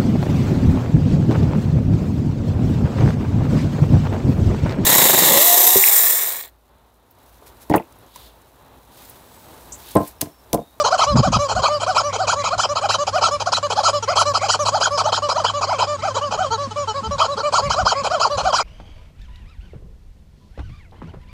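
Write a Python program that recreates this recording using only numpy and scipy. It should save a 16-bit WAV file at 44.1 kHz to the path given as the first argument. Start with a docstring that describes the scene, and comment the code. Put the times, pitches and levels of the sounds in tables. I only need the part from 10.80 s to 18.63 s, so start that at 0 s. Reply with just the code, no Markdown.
"""A rubber chicken squawks as a horse swings it in a paddock, squeezing it with every toss of its head.
Air driven out and sucked back sounds two reeds; hard blows bend them up and split them into two pitches.
Each reed is a sum of harmonics with hiss, shaped by the low and high resonances of the hollow neck.
Shaped noise makes the gusts on the microphone and the outdoor air; decaying sines make soft rubber knocks.
Behind lie a low wavering sine hum and a faint rasping call of gliding narrow noise, probably a far bird."""
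import sys
import numpy as np
from scipy import signal
from scipy.fft import rfft, irfft
from scipy.io import wavfile
from scipy.ndimage import uniform_filter1d, map_coordinates

SR = 44100
rng = np.random.default_rng(int(sys.argv[2]) if len(sys.argv) > 2 else 0)


def wav_record(signal):
    """Record a signal, one row per channel, as 16-bit PCM in the file named by sys.argv[1]."""
    frames = np.transpose(np.atleast_2d(signal))
    bounded = np.clip(frames, -1, 1)
    # unit amplitude maps onto the largest positive 16-bit level
    quanta = np.round(bounded * 32767).astype(np.int16)
    wavfile.write(sys.argv[1], SR, quanta)


N = 345303
EDGE_HZ = 13300  # upper band edge

# Reed laws. calm/hard: value at no strain and at full strain, reached strain_hz above free_hz.
# sag: share of pitch lost at the ends of a stroke; swell: power of the sine arch that sets the level.
# crest_share: half-width of the bend as a share of the stroke; crest_steep: squareness of its top.
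# per_khz: change per kHz of bend (lowers swell; widens the squeeze's crest, narrows the refill's).
# jitter: pitch unevenness (share).
# treble_swell: swell of the treble relative to the low part; split_buzz_db: rattle level in the treble.
# follow: share of the bend taken by the second vibration; split_db: its level.
# pure_db: cut of the main reed's overtones at full unrest.
# Outward reed: low and harsh
OUT_REED = dict(
    free_hz=448.1, strain_hz=233, calm_sag=0.0671, hard_sag=0.16076,
    calm_swell=0.61, hard_swell=1.517, swell_per_khz=0.481,
    crest_share=0.14, share_per_khz=0.17, crest_steep=2.4,
    treble_db=-7.5, treble_swell=0.66, split_buzz_db=-1, follow=0.3, split_db=-7,
    calm_jitter=0.0047, hard_jitter=0.01993, hiss_db=-3, pure_db=-4)
# Inward reed: higher, rounder, cleaner
IN_REED = dict(
    free_hz=604.4, strain_hz=100, calm_sag=0.1073, hard_sag=0.23,
    calm_swell=0.398, hard_swell=0.83, swell_per_khz=0.1,
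    crest_share=0.24, share_per_khz=-0.26, crest_steep=2.429,
    treble_db=-13, treble_swell=0.582, split_buzz_db=7.5, follow=0.15, split_db=-17,
    calm_jitter=0.0061, hard_jitter=0.00681, hiss_db=-13, pure_db=-2)

# Air forced out: (start [s], rise to crest [s], fall [s], crest pitch [Hz], level [dB])
SQUEEZES = [(0.035, 0.0376, 0.0257, 1023, -17), (0.174, 0.0461, 0.0417, 1301, -16),
            (0.354, 0.0306, 0.0309, 1137, -21), (0.517, 0.0325, 0.02995, 1317, -17.5),
            (0.68, 0.029, 0.0353, 855, -22), (0.815, 0.05185, 0.0302, 1240, -16.5),
            (0.996, 0.0332, 0.0278, 752, -23.5), (1.144, 0.04335, 0.0389, 1350, -16.5),
            (1.323, 0.02296, 0.033, 841, -24.0), (1.467, 0.04424, 0.0379, 1585, -18.5),
            (1.633, 0.03135, 0.0339, 1316, -21.5), (1.776, 0.0436, 0.0464, 1801, -19.5),
            (1.951, 0.0247, 0.0274, 1251, -21), (2.086, 0.04026, 0.0394, 1977, -19.5),
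            (2.266, 0.01165, 0.0291, 843.2, -21.5), (2.407, 0.04646, 0.0491, 1334, -17.0),
            (2.596, 0.0172, 0.0238, 863.4, -24), (2.718, 0.0364, 0.03634, 2055, -20),
            (2.896, 0.0202, 0.028, 860, -22), (3.028, 0.0363, 0.0517, 1375, -16.5),
            (3.224, 0.0071, 0.0211, 461.3, -25), (3.353, 0.04413, 0.04266, 1378, -15.5),
            (3.535, 0.0252, 0.0288, 1302, -18.5), (3.682, 0.0408, 0.0399, 1964, -19.0),
            (3.849, 0.02694, 0.0262, 1236, -18.5), (3.999, 0.0464, 0.0434, 1734, -18.5),
            (4.172, 0.0265, 0.0289, 1387, -18.5), (4.319, 0.0384, 0.0341, 1826, -20),
            (4.484, 0.0269, 0.02474, 1361, -19), (4.635, 0.0446, 0.0397, 1758, -19.5),
            (4.808, 0.02247, 0.0289, 1255, -20), (4.981, 0.037, 0.043, 1070, -17.5),
            (5.185, 0.01375, 0.0162, 440.8, -35), (5.34, 0.0289, 0.0352, 574.7, -21.5),
            (5.505, 0.02857, 0.0373, 837.1, -23), (5.703, 0.0325, 0.0324, 466.2, -20.5),
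            (5.907, 0.0103, 0.0175, 430.8, -31), (6.072, 0.019, 0.0366, 446.4, -23),
            (6.228, 0.0438, 0.0106, 439.2, -27.0), (6.379, 0.0433, 0.0536, 1241, -16.5),
            (6.565, 0.0301, 0.0285, 561.4, -24), (6.72, 0.04444, 0.05085, 1368, -16.0),
            (6.893, 0.03204, 0.0323, 1740, -20), (7.047, 0.04514, 0.04885, 1665, -16.5),
            (7.23, 0.031, 0.028, 842.8, -21.0), (7.393, 0.0395, 0.0538, 1360, -16.5),
            (7.568, 0.0272, 0.0321, 842.7, -21.5), (7.721, 0.05, 0.052, 1602, -17.5)]
# Air sucked back as the rubber springs out: (start [s], rise to crest [s], fall [s], crest pitch [Hz], level [dB])
REFILLS = [(-0.025, 0.0284, 0.0271, 596.6, -15.0), (0.103, 0.0348, 0.0309, 768.7, -16),
           (0.264, 0.0352, 0.0481, 587.3, -18.5), (0.424, 0.0325, 0.0387, 769.4, -18),
           (0.586, 0.0395, 0.0503, 584.8, -19.5), (0.748, 0.0272, 0.0416, 743.3, -20),
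           (0.885, 0.0606, 0.0389, 599.8, -19.5), (1.061, 0.0332, 0.0514, 770.8, -20),
           (1.231, 0.0352, 0.0436, 588.7, -22), (1.379, 0.0364, 0.0488, 764.8, -21.5),
           (1.556, 0.0488, 0.0222, 582.5, -22.5), (1.702, 0.039, 0.0145, 729, -20.0),
           (1.888, 0.0297, 0.0192, 590.8, -21.0), (2.009, 0.038, 0.0263, 812.3, -19.5),
           (2.183, 0.0477, 0.0081, 585, -19.5), (2.324, 0.0462, 0.0301, 724.5, -18.0),
           (2.509, 0.0327, 0.0288, 593.3, -20.0), (2.657, 0.0202, 0.0228, 720.5, -19.5),
           (2.827, 0.021, 0.0259, 584.3, -19.5), (2.953, 0.0336, 0.0376, 889, -17.5),
           (3.129, 0.0235, 0.039, 593.8, -19), (3.273, 0.0405, 0.0303, 751.4, -18.5),
           (3.453, 0.0274, 0.0448, 592, -18.5), (3.605, 0.0401, 0.0363, 820, -21.0),
           (3.79, 0.0238, 0.0319, 591, -19.5), (3.912, 0.0485, 0.0365, 889.8, -19),
           (4.105, 0.0358, 0.0332, 582.2, -21), (4.233, 0.0432, 0.0334, 908, -19.0),
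           (4.42, 0.0272, 0.0353, 595, -20.5), (4.542, 0.0437, 0.0497, 1012, -20.5),
           (4.735, 0.0388, 0.0292, 592.3, -22), (4.867, 0.0465, 0.0692, 1012, -21.0),
           (5.068, 0.053, 0.0445, 600.2, -22.5), (5.219, 0.0408, 0.073, 772.7, -22.0),
           (5.409, 0.0297, 0.0556, 585.7, -22.5), (5.573, 0.0375, 0.0862, 767.5, -21.5),
           (5.777, 0.038, 0.0582, 574.3, -24.5), (5.958, 0.0282, 0.0645, 587.2, -22.5),
           (6.141, 0.0382, 0.029, 566, -24.5), (6.308, 0.0126, 0.0425, 582, -22.5),
           (6.48, 0.0432, 0.0287, 572.1, -23), (6.63, 0.0417, 0.025, 599.8, -18.5),
           (6.82, 0.0335, 0.0363, 582.5, -22.5), (6.954, 0.0478, 0.0335, 749, -19.0),
           (7.149, 0.046, 0.0306, 566, -22.5), (7.298, 0.0351, 0.0628, 749.3, -19.5),
           (7.498, 0.0308, 0.0372, 580.6, -21.5), (7.629, 0.042, 0.0477, 765.6, -18.5)]
# Treble gain as the horse turns toward the microphone and away: (time [s], level [dB])
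FACING = [(0, 1.5), (1.1, -0.07), (2, 0.57), (2.7, 2.5), (3.8, 4), (4.6, -0.5), (5.5, -3.5), (6.6, -2.4),
          (7.8, -0.15)]
# Beak beams treble forward, in cumulative steps: (above [Hz], share of the facing dB [1])
BEAK_BEAM = [(1900, 0.222), (3700, 0.456), (7200, 0.646)]


def chicken():
    """Harsh squeezes alternate with rounder refills; the treble swings with the horse's head."""
    out, responses = np.zeros(N), neck()
    for row in SQUEEZES:
        add(out, *squawk(row, responses, OUT_REED))
    for row in REFILLS:
        add(out, *squawk(row, responses, IN_REED))
    facing_db = np.interp(np.arange(N) / SR, *np.transpose(FACING))
    for above_hz, share in BEAK_BEAM:
        high_pass = signal.butter(4, above_hz, "high", fs=SR, output="sos")
        top = signal.sosfiltfilt(high_pass, out)
        out = out + top * (amp(share * facing_db) - 1)
    return out


BEND_BUZZ_DB = 2  # extra buzz at a 1 kHz bend, growing with its square
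LOCK_HZ, THIN_HZ = 1944, 594  # pitch where the reed locks into one tone; bend that halves the rattle's body
FLUTTER_DB, FLUTTER_HZ = 2.63, 76.06  # unsteady flow through a strained reed
USUAL_DB, SOFT_BUZZ = -20, 0.286  # softer strokes regain this share of the difference in buzz


def squawk(row, responses, law):
    """One stroke of air: the main reed bends up with pressure, a second vibration lags near rest."""
    start, rise, fall, crest_hz, level_db = row
    u, arch, swell, strain, over_khz, base_hz, bend_hz = stroke(rise, fall, crest_hz, law)
    low_response, high_response = responses

    unrest = strain * np.exp(-((base_hz + bend_hz) / LOCK_HZ) ** 12)  # one steady tone at the very top
    jitter = law["calm_jitter"] + law["hard_jitter"] * unrest
    bite = amp(law["pure_db"] * unrest)  # held open, it swings more like a sine
    main, phase = reed(base_hz + bend_hz, jitter, bite)
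    second, slow_phase = reed(base_hz + law["follow"] * bend_hz, 1.287 * jitter, 1.0)

    split = unrest * amp(law["split_db"] + 2.73 * wander(49.17, len(u)))
    rattle = split * (second + 0.21 * main * np.cos(slow_phase))
    opening = 1 + np.cos(phase)
    hiss = amp(law["hiss_db"]) * (0.79 + unrest) * opening * rng.standard_normal(len(u))

    flutter_db = FLUTTER_DB * strain * wander(FLUTTER_HZ, len(u))
    sway = amp(flutter_db - 2.55 * (u - 0.5))  # the flow tires a little
    push = arch ** swell * sway
    keen_early = amp(-2.5 * (u - 0.5))
    slap = arch ** (0.367 + swell * law["treble_swell"]) * sway ** 0.187 * keen_early

    depth = 1.275 / (1 + (bend_hz / THIN_HZ) ** 2)  # at high pressure the rattle has little body
    low = signal.fftconvolve((main + depth * (rattle + hiss)) * push, low_response)
    buzz = main + amp(law["split_buzz_db"]) * rattle + hiss
    high = signal.fftconvolve(buzz * slap, high_response)
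    high = flex(high, depth_db=5.0, span_hz=426.35, span_s=0.02297)
    loudness = np.sqrt(np.abs(uniform_filter1d(unit(high) ** 2, 90)))
    high = high / (1 + (loudness / 1.904) ** 4) ** 0.294  # reed travel limits the harshest slaps

    bend_buzz_db = BEND_BUZZ_DB * over_khz ** 2
    soft_buzz_db = SOFT_BUZZ * min(USUAL_DB - level_db, 4)
    treble_db = law["treble_db"] + bend_buzz_db + soft_buzz_db
    size = np.sqrt(len(u) / len(low))  # offsets the length added by the neck's ringing
    return start, amp(level_db) * size * (unit(low) + amp(treble_db) * unit(high))


WIDEST_CREST = 0.3  # upper limit of the bend's half-width (share of the stroke)
# Free pitch: wobble (share), its rate, drop through each stroke (share)
WOBBLE, WOBBLE_HZ, DROOP = 0.00769, 22.4, 0.0235


def stroke(rise, fall, crest_hz, law):
    """Pressure arches; the reed follows to its free pitch, and any more bends it up around the crest."""
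    rise, fall = max(rise, 0.005), max(fall, 0.005)
    t = np.arange(-rise, fall, 1 / SR)
    u = np.interp(t, [-rise, 0, fall], [0, 0.5, 1])  # progress through the stroke
    arch = np.abs(np.sin(np.pi * u))

    over_hz = max(crest_hz - law["free_hz"], 0)
    over_khz = over_hz / 1000
    strain = min(over_hz / law["strain_hz"], 1)  # gentle strokes stay clean

    sag = law["calm_sag"] + strain * (law["hard_sag"] - law["calm_sag"])
    base_hz = (crest_hz - over_hz) * (1 - sag + sag * arch ** 0.5912)  # sags at the weak ends
    base_hz = base_hz * (1 + WOBBLE * wander(WOBBLE_HZ, len(t)) - DROOP * (u - 0.5))

    share = law["crest_share"] + law["share_per_khz"] * over_khz
    width_s = (rise + fall) * np.clip(share, 0.05, WIDEST_CREST)
    bend_hz = over_hz * np.exp(-np.abs(t / width_s) ** law["crest_steep"])  # leaps up, holds, drops back

    swell = law["calm_swell"] + strain * (law["hard_swell"] - law["calm_swell"])
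    swell = swell - law["swell_per_khz"] * over_khz
    return u, arch, abs(swell), strain, over_khz, base_hz, bend_hz


def reed(hz, jitter, bite):
    """A reed slaps shut once a cycle, unevenly; bite scales overtones that drift in level one by one."""
    fast = jitter * wander(254.49, len(hz))
    slow = (0.00275 + 1.1855 * jitter) * wander(69.98, len(hz))
    hz = hz * (1 + fast + slow)
    phase = 2 * np.pi * (np.cumsum(hz) / SR + rng.random())
    k = np.arange(2, 25)[:, None]
    first, last = rng.standard_normal((2, len(k), 1))
    drift = first + (last - first) * np.linspace(0, 1, len(hz))
    drift_db = np.minimum(k - 1, 3) * 1.806 * np.clip(drift, -2, 1.5)
    overtones = amp(drift_db) * (k * hz < EDGE_HZ)
    return np.cos(phase) + bite * (overtones * np.cos(k * phase)).sum(0), phase


# Broad low resonance of the hollow neck: (frequency [Hz], gain [dB])
NECK_LOW = [(250, -33), (380, -3), (460, -0.5), (580, 6), (760, 7), (950, 9), (1180, 6), (1400, 5.5),
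            (1550, -6), (1750, -21), (2050, -20.5), (2500, -47)]
# Higher neck modes: (frequency [Hz], width [Hz], gain [dB])
NECK_MODES = [(2371, 276.4, 2), (3121.5, 209.5, 5.5), (3916, 193, 1.5), (4372, 316, 2.5),
              (4979.7, 221.3, 3.5), (5787, 848, -4), (6826, 486, -3.5), (7710, 692, -13.5),
              (9576, 736, -20), (11280, 420, -37)]
# Notches in the neck's treble, with one slight lift: (frequency [Hz], width [Hz], gain [dB])
NECK_NOTCHES = [(2052.4, 275.4, -15), (2946, 220, 0.5), (3778, 98, -9.5), (9095, 491, -8.5),
                (11150, 314, -16)]


def neck():
    """Low and high impulse responses of the toy's hollow neck, from its resonances and notches."""
    hz = np.fft.rfftfreq(4096, 1 / SR)
    modes = sum(amp(db) / (1 + ((hz - f) / width) ** 2) ** 1.623 for f, width, db in NECK_MODES)
    notches_db = sum(db * np.exp(-((hz - f) / width) ** 2) for f, width, db in NECK_NOTCHES)
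    return causal(gain_at(NECK_LOW, hz)), causal(modes * amp(notches_db))


def flex(x, depth_db, span_hz, span_s):
    """The soft neck bends and the beak swings, so peaks and hollows drift through the treble."""
    hz, t, z = signal.stft(x, SR, nperseg=256, noverlap=192)
    where = np.meshgrid(hz / span_hz, t / span_s, indexing="ij")
    patches = map_coordinates(rng.standard_normal((64, 32)), where, order=3, mode="wrap")
    patches = np.clip(patches, -2, 2)
    return signal.istft(z * amp(depth_db * patches), SR, nperseg=256, noverlap=192)[1][:len(x)]


# Soft low knocks as the toy flops about: (time [s], peak level [dB])
KNOCKS = [(1.49, -42.5), (3.84, -35.5), (5.494, -32), (5.876, -26), (6.225, -27.5), (6.358, -36),
          (6.558, -31), (7.224, -30)]


def knocks():
    """Dull thuds of hollow rubber: low sines, quickly damped."""
    out, t = np.zeros(N), np.arange(3000) / SR
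    for time_s, db in KNOCKS:
        hz = rng.uniform(211.2, 230.4)
        thud = np.sin(2 * np.pi * hz * t) * (1 - np.exp(-t / 0.0013)) * np.exp(-t / 0.01)
        add(out, time_s - 0.003, amp(db) * thud / np.abs(thud).max())
    return out


GUST_POINT = 1  # 1 pointed puff, 2 round
WIND_LOW_HZ = 42  # the microphone passes little below
# Puffs of wind on the microphone: (peak time [s], half-length [s], relative level [dB])
GUSTS = [(0.328, 0.0162, -18), (0.358, 0.0071, -7), (0.394, 0.0076, -7.5), (0.405, 0.0075, -9.5),
         (0.479, 0.0095, -16.5), (0.509, 0.0096, -19.5), (0.57, .018, -19.5), (0.785, 0.0246, -27.5),
         (1.767, 0.029, -41.5), (5.61, 0.072, -43.5), (6.298, 0.0197, -26.5), (6.361, 0.0116, -32.5),
         (6.879, 0.05, -30.5), (7.036, 0.018, -26), (7.57, 0.015, -35), (7.665, 0.041, -33)]
# Spectrum of a strong gust: (frequency [Hz], relative density [dB per Hz])
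BUFFET = [(20, -37), (55, -31.5), (120, 1.5), (200, 4), (300, -7.5), (400, -20), (900, -61.5),
          (4000, -90.5)]
# Spectrum of a light gust: (frequency [Hz], relative density [dB per Hz])
RUMBLE = [(20, -20.5), (55, 1.5), (120, -0.5), (200, -11.5), (400, -42.5), (900, -57.5), (4000, -90.5)]


def wind():
    """Gusts buffet the microphone: light ones rumble, strong ones reach higher and saturate it."""
    t = np.arange(N) / SR
    level = sum(amp(db) * np.exp(-np.abs((t - s) / half) ** GUST_POINT) for s, half, db in GUSTS)
    strong = level / (level + amp(-17.5))
    turbulence = strong * noise(BUFFET, N) + (1 - strong) * noise(RUMBLE, N)
    push = amp(6.5) * level * turbulence
    saturated = 0.45 * np.tanh(push / 0.45)
    return signal.sosfilt(signal.butter(2, WIND_LOW_HZ, "high", fs=SR, output="sos"), saturated)


RASP_WIDTH_HZ = 280
# Far rasping calls: (start [s], length [s], level [dB])
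RASPS = [(0.188, 0.09, -37.5), (0.839, 0.123, -49.5), (1.279, 0.1245, -39.5), (1.565, 0.16, -39),
         (3.248, 0.145, -38.5), (3.569, 0.13, -37), (4.835, 0.166, -42), (5.178, 0.135, -41.5),
         (6.801, 0.172, -42.5), (7.097, 0.154, -41), (7.753, 0.14, -38.5)]


def bird():
    """A hoarse, grainy rasp: narrow noise on a carrier that climbs through each call."""
    out = np.zeros(N)
    for start, length, db in RASPS:
        size = int(length * SR)
        turn = 2 * np.pi * np.cumsum(np.linspace(2000, 2550, size)) / SR
        rasp = wander(RASP_WIDTH_HZ, size) * np.cos(turn) + wander(RASP_WIDTH_HZ, size) * np.sin(turn)
        grain = amp(1.5 * wander(55.0, size))
        add(out, start, amp(db) * unit(rasp * grain * signal.windows.tukey(size, 0.8)))
    return out


HUM_HZ, HUM_DB, AIR_DB = 100.14, -39, -40  # mean hum pitch, hum level before its swell, air level
# Slow swell of the hum: (time [s], level [dB])
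HUM_SWELL = [(0, -5.5), (1.2, 1.5), (2, -3), (2.8, -2), (3.7, 2), (4.8, 2), (5.8, 2), (7.8, -13.5)]
# Outdoor air spectrum: (frequency [Hz], relative density [dB per Hz])
AIR = [(25, -19.5), (60, -6), (110, -3), (160, -5.5), (260, -11.5), (500, -19), (1200, -13), (2000, -23.5),
       (5000, -24), (8000, -29.5), (13000, -59.5)]


def background():
    """Outdoor air as shaped noise, and a low sine hum wavering in pitch and level."""
    phase = 2 * np.pi * np.cumsum(HUM_HZ * (1 + 0.02304 * wander(7, N))) / SR
    swell_db = np.interp(np.arange(N) / SR, *np.transpose(HUM_SWELL))
    hum = np.sqrt(2) * np.sin(phase) * amp(HUM_DB + swell_db + 2 * wander(9, N))
    return hum + amp(AIR_DB) * noise(AIR, N)


def paddock(x, wet_db, t60):
    """Weak scatter from ground, fence and trees: a decaying noise tail."""
    t = np.arange(SR // 2) / SR
    tail = rng.standard_normal(len(t)) * amp(-60 * t / t60) * (t > 0.004)
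    return x + amp(wet_db) * signal.fftconvolve(x, tail / np.linalg.norm(tail))[:N]


def amp(db):
    """Decibels to amplitude."""
    return 10 ** (np.asarray(db) / 20)


def unit(x):
    """Scales to rms 1."""
    return x / np.sqrt(np.mean(x ** 2) + 1e-20)


def add(mix, s, sound):
    """Lays a sound into the mix at time s, trimming what falls outside."""
    at = round(s * SR)
    sound = sound[max(-at, 0):]
    part = mix[max(at, 0):][:len(sound)]
    part += sound[:len(part)]


def gain_at(points, hz):
    """Reads a (frequency [Hz], level [dB]) table on a log-frequency axis."""
    f, db = np.transpose(points)
    return amp(np.interp(np.log(hz + 1), np.log(f), db))


def noise(points, size):
    """Noise of rms 1 with the given spectrum."""
    spectrum = rfft(rng.standard_normal(size)) * gain_at(points, np.fft.rfftfreq(size, 1 / SR))
    return unit(irfft(spectrum, size))


def wander(hz, size):
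    """Smooth random motion up to about the given rate."""
    knots = rng.standard_normal(4096)
    return map_coordinates(knots, [np.arange(size) * 2 * hz / SR], order=3, mode="wrap")


def causal(gain):
    """Minimum-phase impulse response of a gain curve: it rings only after its cause."""
    log_gain = np.log(np.maximum(gain, 1e-5))
    circle = np.concatenate([log_gain, log_gain[-2:0:-1]])
    return np.fft.ifft(np.exp(np.conj(signal.hilbert(circle)))).real[:1024]


def scene():
    """Chicken and bird scatter off the paddock; knocks, wind and background stay dry."""
    scattered = paddock(chicken() + bird(), wet_db=-11.5, t60=0.0856)
    return (scattered + knocks() + wind() + background())[None]


def record(dry):
    """Band limit: a linear-phase low-pass at EDGE_HZ."""
    low_pass = signal.firwin(511, EDGE_HZ, window=("kaiser", 9), fs=SR)
    return signal.oaconvolve(dry, low_pass[None], "same")


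dry = scene()
out = record(dry)
wav_record(out)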